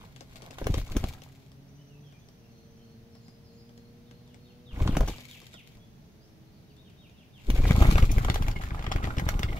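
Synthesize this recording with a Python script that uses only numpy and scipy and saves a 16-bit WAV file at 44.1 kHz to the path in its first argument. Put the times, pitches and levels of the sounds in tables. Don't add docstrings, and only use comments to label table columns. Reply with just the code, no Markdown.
import sys
import numpy as np
from scipy import signal
from scipy.fft import rfft, irfft
from scipy.io import wavfile
from scipy.ndimage import uniform_filter1d

SR = 44100
rng = np.random.default_rng(int(sys.argv[2]) if len(sys.argv) > 2 else 0)


def file_out(sig):
    cols = np.atleast_2d(sig).T
    lim = np.clip(cols, -1, 1)
    pcm = np.round(lim * 32767).astype(np.int16)
    wavfile.write(sys.argv[1], SR, pcm)


N = 422919


# first beat t/s, count, period/s, first pressure level/dB, last pressure level/dB,
# suction-to-push time/ms, return stroke relative level/dB, return suction-to-push time/ms
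WINGBEAT_RUNS = [(0.626, 1, 0.033, -32, -35, 8.6, -17, 9), (0.667, 2, 0.073, -23, -28, 6.3, 6, 5.8),
                 (.916, 1, 0.096, -33, -31, 17, 9, 2.2), (0.9679, 2, 0.074, -16, -20, 3.3, -19, 11),
                 (4.737, 2, 0.083, -28, -12, 9.1, -1.5, 5), (4.894, 2, 0.079, -16, -15.5, 2.8, -4, 13),
                 (5.097, 1, 0.042, -26.5, -31, 1.9, -26, 4.9), (5.764, 1, 0.067, -49, -43, 9.3, -21, 6.6),
                 (7.496, 2, 0.099, -16, -11, 13, -5, 9.9), (7.673, 2, 0.074, -14.5, -17.5, 8.8, 5, 4.6),
                 (7.82, 3, 0.07, -8.5, -10.5, 9.8, -8.5, 4), (8.032, 4, .073, -9.5, -18.5, 10.7, -42, 10),
                 (8.302, 1, 0.092, -20, -20, 4.5, -5, 11), (8.413, 5, 0.077, -21, -26.5, 6.6, -12, 7.1),
                 (8.799, 4, 0.081, -25, -20, 7.2, -5, 5.6), (9.181, 4, 0.088, -21.5, -22, 6.24, -3, 3.7),
                 (9.51, 2, 0.038, -31.5, -32, 6.4, 1, 7.7)]
UNEVEN_DB = 2


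def wingbeats():
    strokes = []
    for first_s, count, period_s, first_db, last_db, swing_ms, return_db, return_ms in WINGBEAT_RUNS:
        for s, along in zip(*evenly(first_s, count, period_s)):
            run_db = first_db + (last_db - first_db) * along
            beat_db, back_db = run_db + UNEVEN_DB * rng.standard_normal(2)
            strokes.append((s, beat_db, swing_ms))
            strokes.append((s + period_s / 2, back_db + return_db, return_ms))
    return strokes


def wing_puffs(strokes, sharpness=0.76):
    puffs, activity = np.zeros(N), np.zeros(N)
    t = np.arange(-SR // 16, SR // 16) / SR
    for s, level_db, swing_ms in strokes:
        u = t / (swing_ms / 2000)
        broad = u * np.exp((1 - u * u) / 2)
        edge = 2 * u / (1 + u * u) ** 2 * np.pi / 2
        add(puffs, s + t[0], from_db(level_db) * ((1 - sharpness) * broad + sharpness * edge))
        add(activity, s + t[0], np.exp(-(t / 0.065) ** 2))
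    return puffs, np.minimum(activity, 1)


# f/Hz, relative level/dB
EDDY_SPECTRUM = [(10, -6), (30, 8.5), (60, -0.5), (120, -4), (220, -21), (450, -30), (1000, -55.5)]


def eddies(puffs, gain_db=-8.0, linger_s=0.038, growth=0.67):
    r = np.exp(-1 / (linger_s * SR))
    strength = signal.lfilter([1 - r], [1, -r], np.abs(puffs))
    settled = strength / (strength + 0.0013)
    return from_db(gain_db) * strength ** growth * settled * colour(rng.standard_normal(N), EDDY_SPECTRUM)


def wing_whumps(strokes, whump_hz=216.6, whump_q=0.91, length_s=0.014, growth=0.87):
    swell = np.zeros(N)
    t = np.arange(-SR // 16, SR // 16) / SR
    for s, pressure_db, _ in strokes:
        level_db = -37 + growth * (pressure_db + 20)
        add(swell, s + t[0], from_db(level_db) * np.exp(-(t / length_s) ** 2))
    return swell * rms_one(resonate(rng.standard_normal(N), whump_hz, whump_q))


DEBRIS_SETTINGS = dict(start=7.55, end=9.59, per_s=8, crack_db=-37, crack_hz=2300, knock_hz=900, knock_db=-46, sizzle_db=-54, slap_db=-34, spread_db=2.5)


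def debris():
    d, rows = DEBRIS_SETTINGS, []
    for s, (hard, small, heavy) in at_random(d):
        pitch = 2 ** np.clip(0.35 * small, -1, 1)
        hard_db, heavy_db = d["spread_db"] * hard, d["spread_db"] * heavy
        rows.append((s, d["crack_db"] + hard_db, d["crack_hz"] * pitch, d["knock_hz"] * pitch,
                     d["knock_db"] + heavy_db, d["sizzle_db"] + hard_db, d["slap_db"] + hard_db))
    return rows


# t/s, nominal crack peak level/dB,
# crack f/Hz, knock f/Hz, knock level/dB, sizzle level/dB, slap peak level/dB
CLAP_EVENTS = [(0.584, -39, 3050, 900, -46, -48, -22.5), (0.614, -56, 2700, 360, -32, -64, -36),
               (0.668, -28, 2400, 426, -25.5, -37.5, -22), (0.7405, -27.5, 3370, 450, -31, -46, -20.5),
               (0.781, -39, 3450, 428, -36, -47, -26), (0.814, -44, 3750, 990, -60, -56, -31),
               (0.9663, -30, 3450, 640, -36, -36, -29), (1.039, -32.5, 3280, 604, -34, -45, -30),
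               (4.801, -43, 2300, 780, -37.5, -65, -33), (4.8749, -29.5, 3100, 734, -32.5, -59, -33),
               (4.951, -48, 2450, 940, -40, -57, -24), (4.968, -30.5, 3300, 664, -32, -34, -12.5),
               (5.006, -37.5, 3400, 510, -28.5, -44, -20), (5.03, -57, 2400, 467, -34.5, -62, -31),
               (5.0759, -44, 3400, 556, -41.5, -38.5, -24), (5.0827, -32, 3700, 443, -35.5, -49, -28),
               (7.5013, -29, 2800, 500, -41.5, -36.5, -17.5), (7.556, -38, 2300, 550, -38.5, -52, -40),
               (7.653, -31, 1450, 850, -32, -55, -16), (7.7086, -19, 1710, 470, -30.5, -39, -15.5),
               (7.8227, -38, 2450, 664, -30.5, -35.5, -11), (7.929, -37, 2350, 400, -38, -39.5, -21),
               (7.9557, -23.5, 2104, 550, -37, -46, -18), (7.981, -25, 1980, 960, -25, -48, -19),
               (8.0246, -29.5, 2300, 452, -39, -43, -35), (8.1043, -42, 2300, 541, -56, -57, -37),
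               (8.116, -36.5, 3000, 700, -58, -32, -33), (8.182, -26.5, 1670, 700, -46, -40, -21.5),
               (8.247, -29.5, 2020, 750, -31, -39, -23), (8.2832, -35, 1750, 760, -29.5, -58, -26),
               (8.299, -20.5, 2630, 800, -49, -43, -15), (8.3426, -29, 2830, 720, -42, -35, -24),
               (8.3577, -29, 2730, 770, -28, -48, -14), (8.422, -34, 2800, 1100, -40.5, -46, -30),
               (8.482, -28, 2100, 800, -39, -41.5, -24), (8.636, -31.5, 1890, 900, -48, -47, -30),
               (8.706, -32, 1720, 1350, -51, -70, -36), (8.745, -43, 2200, 680, -38, -68, -38),
               (8.7922, -37.5, 2252, 910, -49, -59, -25), (8.842, -38, 2240, 1000, -42, -62, -24),
               (8.865, -29.5, 2150, 1070, -36, -60, -30), (8.916, -28, 2500, 483, -34.5, -49, -19),
               (8.921, -24.5, 2700, 925, -35, -45, -27), (8.9604, -27.5, 1790, 940, -40, -44, -19),
               (9.041, -26.5, 2150, 650, -47, -52, -34), (9.071, -36, 2150, 700, -35.5, -52, -25),
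               (9.1828, -26, 2620, 493, -53, -48, -29), (9.196, -28, 2000, 900, -39, -40.5, -21),
               (9.2885, -24, 2430, 970, -27.5, -32, -16.5), (9.3922, -30.5, 2600, 700, -44, -40.5, -25),
               (9.431, -21.5, 2420, 595, -46, -43, -19.5)]
CREST_DB = 11.5
CONTACT_MS, CONTACT_AT_DB, CONTACT_HALVES_DB = 3.8, -26, 17


def feather_claps(lead_ms, pan_db, knock_gain_db=-3.0, sizzle_gain_db=-4.5, slap_gain_db=-1.0,
                  slap_width=1.38, tail_s=0.013, tail_db=-24.0, swell_db=-20.0, grain_db=7.0, top_db=-5.0):
    out = np.zeros((2, N))
    t = np.arange(-SR // 50, SR // 10) / SR
    for s, peak_db, crack_hz, knock_hz, knock_db, sizzle_db, slap_db in list(CLAP_EVENTS) + debris():
        contact_ms = CONTACT_MS * 2 ** ((CONTACT_AT_DB - peak_db) / CONTACT_HALVES_DB)
        u = t / (min(contact_ms, 8) / 1000)
        impact = np.exp(-(1.38 * u - .4) ** 2) + from_db(tail_db) * np.exp(-np.abs(t) / tail_s)
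        swell = from_db(swell_db) * np.exp(-np.abs(t) / 0.0082)
        white, grain = rng.standard_normal((2, 3, len(t)))
        grainy = white * from_db(grain_db * np.minimum(grain, 2))
        burst = grainy * np.where(t < 0, swell, impact)

        knock = resonate(burst[0], knock_hz, 1.0)
        crack = resonate(burst[1], crack_hz, 1.0)
        sizzle = band(burst[2], 5800, 7500) + from_db(top_db) * band(burst[2], 8500, .45 * SR)
        knock = from_db(knock_db + knock_gain_db) * rms_12ms_one(knock)
        crack = from_db(peak_db - CREST_DB) * rms_12ms_one(crack)
        sizzle = from_db(sizzle_db + sizzle_gain_db) * rms_12ms_one(sizzle)

        away = np.abs(t - .0012) * 2 * np.pi * knock_hz / slap_width
        slap = from_db(slap_db + slap_gain_db) * (away - 1) * np.exp(-away)
        lead, pan = lead_ms[round(s * SR)], pan_db[round(s * SR)]
        add(out, s + t[0], place(knock + slap, 0.57 * lead, -0.48) + place(crack + sizzle, lead, pan))
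    return out


# first t/s, count, period/s, f/Hz, first level/dB, last level/dB,
# levels before the layer gain
PIPING_RUNS = [(7.505, 1, .074, 2400, -44, -47), (7.583, 6, 0.059, 2330, -41.5, -43),
               (8.027, 4, 0.071, 2270, -37.5, -51), (7.62, 4, 0.077, 1070, -48, -38),
               (7.913, 3, 0.064, 1100, -36.5, -38), (8.211, 5, 0.072, 1080, -41, -51),
               (8.445, 2, 0.12, 2260, -49, -41), (8.618, 2, 0.28, 1320, -44, -48),
               (8.668, 2, .112, 1800, -50, -49), (9.029, 2, 0.079, 1330, -40, -36.5),
               (8.986, 7, 0.095, 1080, -44, -53), (9.49, 3, 0.041, 2150, -44, -46)]


def feather_piping(gain_db=-0.5, length_s=0.0056, sag_per_s=2.92, detune=0.0415, rough=0.79, uneven_db=0.5):
    out = np.zeros(N)
    t = np.arange(-SR // 30, SR // 30) / SR
    for first_s, count, period_s, hz, first_db, last_db in PIPING_RUNS:
        for s, along in zip(*evenly(first_s, count, period_s)):
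            sharp, loud = rng.standard_normal(2)
            pitch = hz * (1 + detune * sharp - sag_per_s * t)
            tone = np.sqrt(2) * np.sin(2 * np.pi * np.cumsum(pitch) / SR)
            hiss = rms_one(resonate(rng.standard_normal(len(t)), hz, 1.2))
            level_db = gain_db + first_db + (last_db - first_db) * along + uneven_db * loud
            add(out, s + t[0], from_db(level_db) * np.exp(-(t / length_s) ** 2) * (tone + rough * hiss))
    return out


def twig_knocks(per_s=150, size_db=4.5, cycles=10, count=48):
    sizes = from_db(size_db * np.minimum(rng.exponential(1, N), 2))
    hits = (rng.random(N) < per_s / SR) * sizes * rng.choice([-1, 1], N)
    dealt = rng.integers(0, count, N)
    pitches = np.concatenate([np.geomspace(650, 1200, count // 2), np.geomspace(1800, 3100, count // 2)])
    out = np.zeros(N)
    for k, hz in enumerate(pitches):
        r = from_db(-60 * hz / (cycles * SR))
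        w = 2 * np.pi * hz / SR
        struck = hits * (dealt == k) + 1e-18
        out += signal.lfilter([0, np.sin(w)], [1, -2 * r * np.cos(w), r * r], struck) / hz ** 0.088
    return rms_one(out)


# t/s, swish level/dB, rustle level/dB
STIR_CURVES = [
    [(0.0, -53.5, -67), (0.216, -68.5, -69.5), (0.434, -53.5, -63.5), (0.568, -55, -68.5),
     (0.838, -59, -62), (0.944, -52, -67.5), (1.122, -54, -65), (1.286, -62.5, -70), (1.5, -69, -70.5)],
    [(4.6, -88, -79), (4.78, -47, -68), (4.92, -48, -64), (4.96, -48, -62.5), (5.016, -46, -68),
     (5.108, -52, -61.5), (5.324, -64, -59.5), (5.576, -67.5, -66.5), (5.8, -65, -73)],
    [(7.35, -69, -70.5), (7.5, -54, -66.5), (7.69, -46.5, -55), (7.84, -32, -54), (7.99, -48, -53.5),
     (8.15, -47, -64), (8.69, -49.5, -69), (9.11, -45.5, -68), (9.59, -47.5, -68.5)],
]
# f/Hz, relative level/dB
SWISH_SPECTRUM = [(110, 12), (220, 2.5), (450, -7.5), (750, -8.5), (1150, -11), (1450, -9), (2200, -32.5)]
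# f/Hz, relative level/dB
RUSTLE_SPECTRUM = [(760, -52), (1300, -21), (1910, -15), (2400, -5), (2850, -13), (4060, -8.5), (5220, -17),
                   (7140, -14.5), (8440, -23.5), (13000, -17), (15800, -22)]
STILL_SWISH_DB, STILL_RUSTLE_DB = -66.5, -72


def stirring(activity, lead_ms, pan_db, knocks_db=-3.5, rustle_db=5.5, beat_db=5.0, grains_per_s=700,
             grain_db=2.5, flutter_db=5.0, stroke_db=8.0, spread_ms=0.14):
    swish, rustle = np.zeros(N), np.zeros(N)
    t = np.arange(N) / SR
    for rows in STIR_CURVES:
        inside = (t >= rows[0][0]) & (t <= rows[-1][0])
        during = uniform_filter1d(1. * inside, SR // 40)
        low_db, high_db = in_time(rows)
        swish += during * gain_above(low_db, STILL_SWISH_DB)
        rustle += during * gain_above(high_db, STILL_RUSTLE_DB)
    air = from_db(beat_db * activity + 3 * drift(90)) * colour(rng.standard_normal(N), SWISH_SPECTRUM)
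    out = place(swish * (air + from_db(knocks_db) * twig_knocks()), 0.77 * lead_ms, -2.4)
    for spot in (-1, 0, 1):
        hits = rng.standard_normal(N) * (rng.random(N) < grains_per_s / SR)
        grains = hits * from_db(grain_db * np.minimum(rng.exponential(1, N), 4))
        crackle = colour(grains * from_db(flutter_db * drift(90)), RUSTLE_SPECTRUM) / np.sqrt(3)
        crackle = crackle * rustle * from_db(rustle_db + stroke_db * activity)
        out += place(crackle, lead_ms + spot * spread_ms, pan_db)
    return out


# t/s, nominal peak level/dB before the layer gain, left-right level/dB
TICK_EVENTS = [(0.162, -40.5, 5), (0.208, -37, 5.5), (0.358, -41, 6), (0.421, -38, 5), (0.509, -38, 6.5),
               (0.643, -37, 2), (0.878, -42.5, 2), (1.219, -40.5, 6), (2.124, -51, 5.5), (3.282, -50, 5.5),
               (3.693, -53, 4.5), (3.777, -49.5, 5), (4.112, -48.5, 5.5), (4.344, -46, 6.5),
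               (5.136, -47, 4), (5.183, -37.5, 4.5), (5.374, -56, -3), (5.417, -45, 3.5),
               (5.541, -40, -4.5), (6.766, -57, 4), (7.096, -55.5, 5)]
STEP_SETTINGS = dict(start=0, end=7.3, per_s=1.2, peak_db=-54, spread_db=2, pan_db=4)


def ticks(gain_db=3.5, ring_s=0.0013, thud_db=-8.0, thud_hz=330.0, thud_s=0.013):
    out = np.zeros((2, N))
    t = np.arange(SR // 20) / SR
    d = STEP_SETTINGS
    steps = [(s, d["peak_db"] + d["spread_db"] * draw[0], d["pan_db"]) for s, draw in at_random(d)]
    for s, peak_db, pan_db in list(TICK_EVENTS) + steps:
        decay = np.exp(-t / ring_s) + 0.082 * np.exp(-t / 0.023)
        tap = band(rng.standard_normal(len(t)) * decay, 1160, 6300)
        thud = resonate(rng.standard_normal(len(t)) * np.exp(-t / thud_s), thud_hz, 0.56)
        sound = tap / np.abs(tap).max() + from_db(thud_db) * thud / np.abs(thud).max()
        lead_ms = np.clip(0.0575 * pan_db, -.4, .4)
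        add(out, s, place(from_db(peak_db + gain_db) * sound, lead_ms, pan_db))
    return out


def chirps(rows, waver, bend=0.25):
    out, wobble = np.zeros(N), drift(300)
    for s, length_s, start_hz, end_hz, level_db in rows:
        u = np.linspace(0, 1, max(round(length_s * SR), 2))
        glide_hz = start_hz + (end_hz - start_hz) * (u + bend * (u ** 4 - u))
        hz = glide_hz * (1 + waver * wobble[round(s * SR):][:len(u)])
        swell = np.sqrt(8 * u * (1 - u))
        add(out, s, from_db(level_db) * swell * np.sin(2 * np.pi * np.cumsum(hz) / SR))
    return out


# first t/s, count, gap/s, note length/s, first f/Hz, last f/Hz,
# glide as a share of f, level/dB before the path gains
PHRASES = [(1.775, 1, .425, .055, 2980, 2980, .02, -68.5), (2.2, 1, .2, .04, 3400, 3400, .02, -75),
           (1.89, 2, .135, .095, 2880, 3400, -.14, -67.5), (2.125, 1, .2, .065, 2460, 2460, -.05, -67.5),
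           (2.48, 7, .315, .19, 4260, 4290, .01, -73.5), (2.42, 2, .36, .06, 2720, 3050, .03, -72),
           (3.125, 2, .315, .06, 5700, 5400, -.18, -68), (3.245, 2, .325, .07, 5100, 5020, -.03, -66),
           (3.205, 2, .32, .055, 6950, 6780, -.01, -74), (5.785, 1, .66, .075, 3300, 3250, .03, -70),
           (6.2, 1, .2, .085, 4500, 4500, .4, -70), (6.525, 2, .165, .045, 4650, 4600, -.02, -72),
           (6.46, 3, .1, .04, 4250, 3950, -.02, -76), (6.765, 2, .205, .06, 3550, 3600, .07, -64),
           (7.05, 2, .075, .06, 2650, 2900, -.1, -69)]


def far_notes():
    notes = []
    for first_s, count, gap_s, length_s, first_hz, last_hz, glide, level_db in PHRASES:
        for s, along in zip(*evenly(first_s, count, gap_s)):
            hz = first_hz + (last_hz - first_hz) * along
            notes.append((s, length_s, hz, hz * (1 + glide), level_db))
    return notes


# first t/s, count, gap/s, low f/Hz, high f/Hz,
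# level/dB before the path gains
TRILL_RUNS = [(1.68, 20, .064, 5600, 6300, -69.5), (5.705, 10, .067, 6000, 6450, -76)]
FLICK_S = 0.0214


def trills():
    notes = []
    for first_s, count, gap_s, low_hz, high_hz, level_db in TRILL_RUNS:
        for s in evenly(first_s, count, gap_s)[0]:
            late, sharp, loud = rng.standard_normal(3)
            shift_hz = 110 * sharp
            notes.append((s + 0.0028 * late, FLICK_S, low_hz + shift_hz, high_hz + shift_hz, level_db + 2 * loud))
    return notes


# t/s, length/s, start f/Hz, end f/Hz, level/dB before the path gains
WHISTLE_NOTES = [(4.062, .07, 3900, 2600, -69), (4.255, .08, 3900, 2400, -67),
                 (4.447, .08, 3900, 2300, -65), (4.657, .086, 3950, 1950, -56),
                 (4.868, .09, 3950, 1950, -50), (5.085, .09, 3950, 1800, -53), (5.29, .09, 3900, 1850, -52),
                 (5.525, .09, 3900, 1900, -53), (6.682, .052, 3350, 2200, -69),
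                 (6.843, .065, 3600, 2100, -63), (7.008, .07, 3500, 2050, -61),
                 (7.165, .082, 3750, 1950, -62), (7.33, .082, 3750, 1950, -58)]


def songbirds():
    near = chirps(WHISTLE_NOTES, waver=0.016)
    far = chirps(far_notes() + trills(), waver=0.02)
    near = from_db(-4) * place(near, 0.048, 0.58) + from_db(-2) * scatter(near, t60=0.55)
    far = from_db(-2) * place(far, 0.056, 1.) + from_db(-1) * scatter(far, t60=0.5)
    return near + far


# t/s, firing rate f/Hz, relative level/dB
BIKE_CURVE = [(0, 127, -4), (1.15, 130, 0), (2.05, 146, 1), (2.18, 140, -14), (2.27, 119, -10),
              (2.42, 117, 0), (2.6, 114.5, 0), (3.6, 116.5, 0), (4.7, 122, 1), (5.3, 124, -4),
              (5.55, 122, -10), (6.0, 108, -2), (6.8, 106, -1), (7.3, 104, -9)]
# f/Hz, level/dB of a harmonic there before the curve and the fading
EXHAUST_RESPONSE = [(100, -76), (120, -60), (140, -53), (210, -70), (235, -60), (280, -67), (320, -67),
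                    (345, -75), (420, -73), (465, -65), (490, -65), (530, -81), (575, -81.5), (640, -81),
                    (800, -97)]


def motorbike(fading_db=2, jitter=0.0039, count=6):
    hz, level_db = in_time(BIKE_CURVE)
    phase = 2 * np.pi * np.cumsum(hz * (1 + jitter * drift(25.57))) / SR
    out = np.zeros(N)
    for k in range(1, count + 1):
        harmonic_db = level_db + at_hz(EXHAUST_RESPONSE, k * hz) + fading_db * drift(10)
        out += np.sqrt(2) * from_db(harmonic_db) * np.sin(k * phase)
    return out


# f/Hz, relative level/dB
AIR_SPECTRUM = [(12, -45.5), (20, -3), (44, -7), (130, 1), (233, -5), (308, -14.5), (443, -13.5),
                (510, -21), (586, -16), (1110, -26), (4140, -29.5), (6120, -31.5), (7650, -42.5),
                (13000, -37), (15800, -38)]
# f/Hz, left-right likeness (1 the same, 0 unrelated)
AIR_LIKENESS = [(50, 0.82), (200, 0.86), (400, 0.45), (700, 0.29), (1300, 0), (15000, 0)]


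def open_air(level_db=-54.5):
    mid, side = rfft(rng.standard_normal((2, N)))
    alike = np.clip(at_hz(AIR_LIKENESS, np.arange(N // 2 + 1) * SR / N), -1, 1)
    both = np.sqrt(1 + alike) * mid + np.sqrt(1 - alike) * side * [[1], [-1]]
    return from_db(level_db) * colour(irfft(both, N), AIR_SPECTRUM)


def from_db(db):
    return 10 ** (np.asarray(db) / 20)


def gain_above(level_db, floor_db):
    return np.sqrt(np.maximum(from_db(2 * level_db) - from_db(2 * floor_db), 0))


def rms_one(x):
    return x / np.sqrt(np.mean(x ** 2) + 1e-20)


def rms_12ms_one(x):
    return x / np.sqrt(np.sum(x ** 2) / (.012 * SR))


def in_time(rows):
    s, *columns = np.transpose(rows)
    return [np.interp(np.arange(N) / SR, s, c) for c in columns]


def at_hz(points, hz):
    f, value = np.transpose(points)
    return np.interp(np.log(np.maximum(hz, 1)), np.log(f), value)


def colour(x, spectrum):
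    gain = from_db(at_hz(spectrum, np.arange(N // 2 + 1) * SR / N))
    return rms_one(irfft(rfft(x) * gain, N))


def band(x, low_hz, high_hz):
    return signal.sosfilt(signal.butter(2, [low_hz, high_hz], "band", fs=SR, output="sos"), x)


def resonate(x, hz, q):
    b, a = signal.iirpeak(hz, q, fs=SR)
    return signal.lfilter(b, a, signal.lfilter(b, a, x))


def drift(rate):
    position = np.arange(N) * rate / SR
    return rms_one(np.interp(position, np.arange(N // 20), rng.standard_normal(N // 20)))


def evenly(first_s, count, gap_s):
    return first_s + gap_s * np.arange(count), np.linspace(0, 1, count)


def at_random(process):
    slots = np.arange(process["start"], process["end"], 1 / process["per_s"])
    draws = rng.standard_normal((len(slots), 4))
    times = slots + .3 * draws[:, 0] / process["per_s"]
    return zip(np.clip(times, 0, (N - 1) / SR), draws[:, 1:])


def add(out, s, sound):
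    i = max(round(s * SR), 0)
    out[..., i:i + sound.shape[-1]] += sound[..., :max(N - i, 0)]


def place(x, lead_ms, pan_db):
    i = np.arange(len(x))
    left, right = [np.interp(i + side * lead_ms * SR / 2000, i, x) * from_db(side * pan_db / 2)
                   for side in (1, -1)]
    return np.array([left, right])


def scatter(x, t60):
    t = np.arange(SR) / SR
    tail = rng.standard_normal((2, SR)) * from_db(-60 * t / t60)
    return signal.fftconvolve(np.atleast_2d(x), tail / np.sqrt(np.sum(tail ** 2) / 2), axes=1)[:, :N]


# t/s, lead of the left ear/ms, left-right level/dB
WING_BEARING = [(.6, -0.24, 4.5), (1.1, 0.15, 5), (4.8, -0.19, 5.5), (5.2, 0.17, 4), (7.5, -0.27, 5.5),
                (7.8, 0.3, 2), (8.2, 0.42, 3), (9.5, 0.36, 1.5)]


def scene(litter_db=-4.0):
    lead_ms, pan_db = in_time(WING_BEARING)
    strokes = wingbeats()
    puffs, activity = wing_puffs(strokes)
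    wings = place(puffs + eddies(puffs) + wing_whumps(strokes), lead_ms, 0.92)
    feathers = feather_claps(lead_ms, pan_db) + place(feather_piping(), lead_ms, -1.5)
    feathers_and_litter = feathers + stirring(activity, lead_ms, pan_db) + ticks()
    twigs = from_db(litter_db) * scatter(band(feathers_and_litter, 540, .45 * SR), t60=0.11)
    return wings + feathers_and_litter + twigs + songbirds() + motorbike() + open_air()


CUTOFF_HZ = 15700


def record(dry):
    return signal.sosfilt(signal.ellip(12, .1, 80, CUTOFF_HZ, fs=SR, output="sos"), dry)


dry = scene()
out = record(dry)
file_out(out)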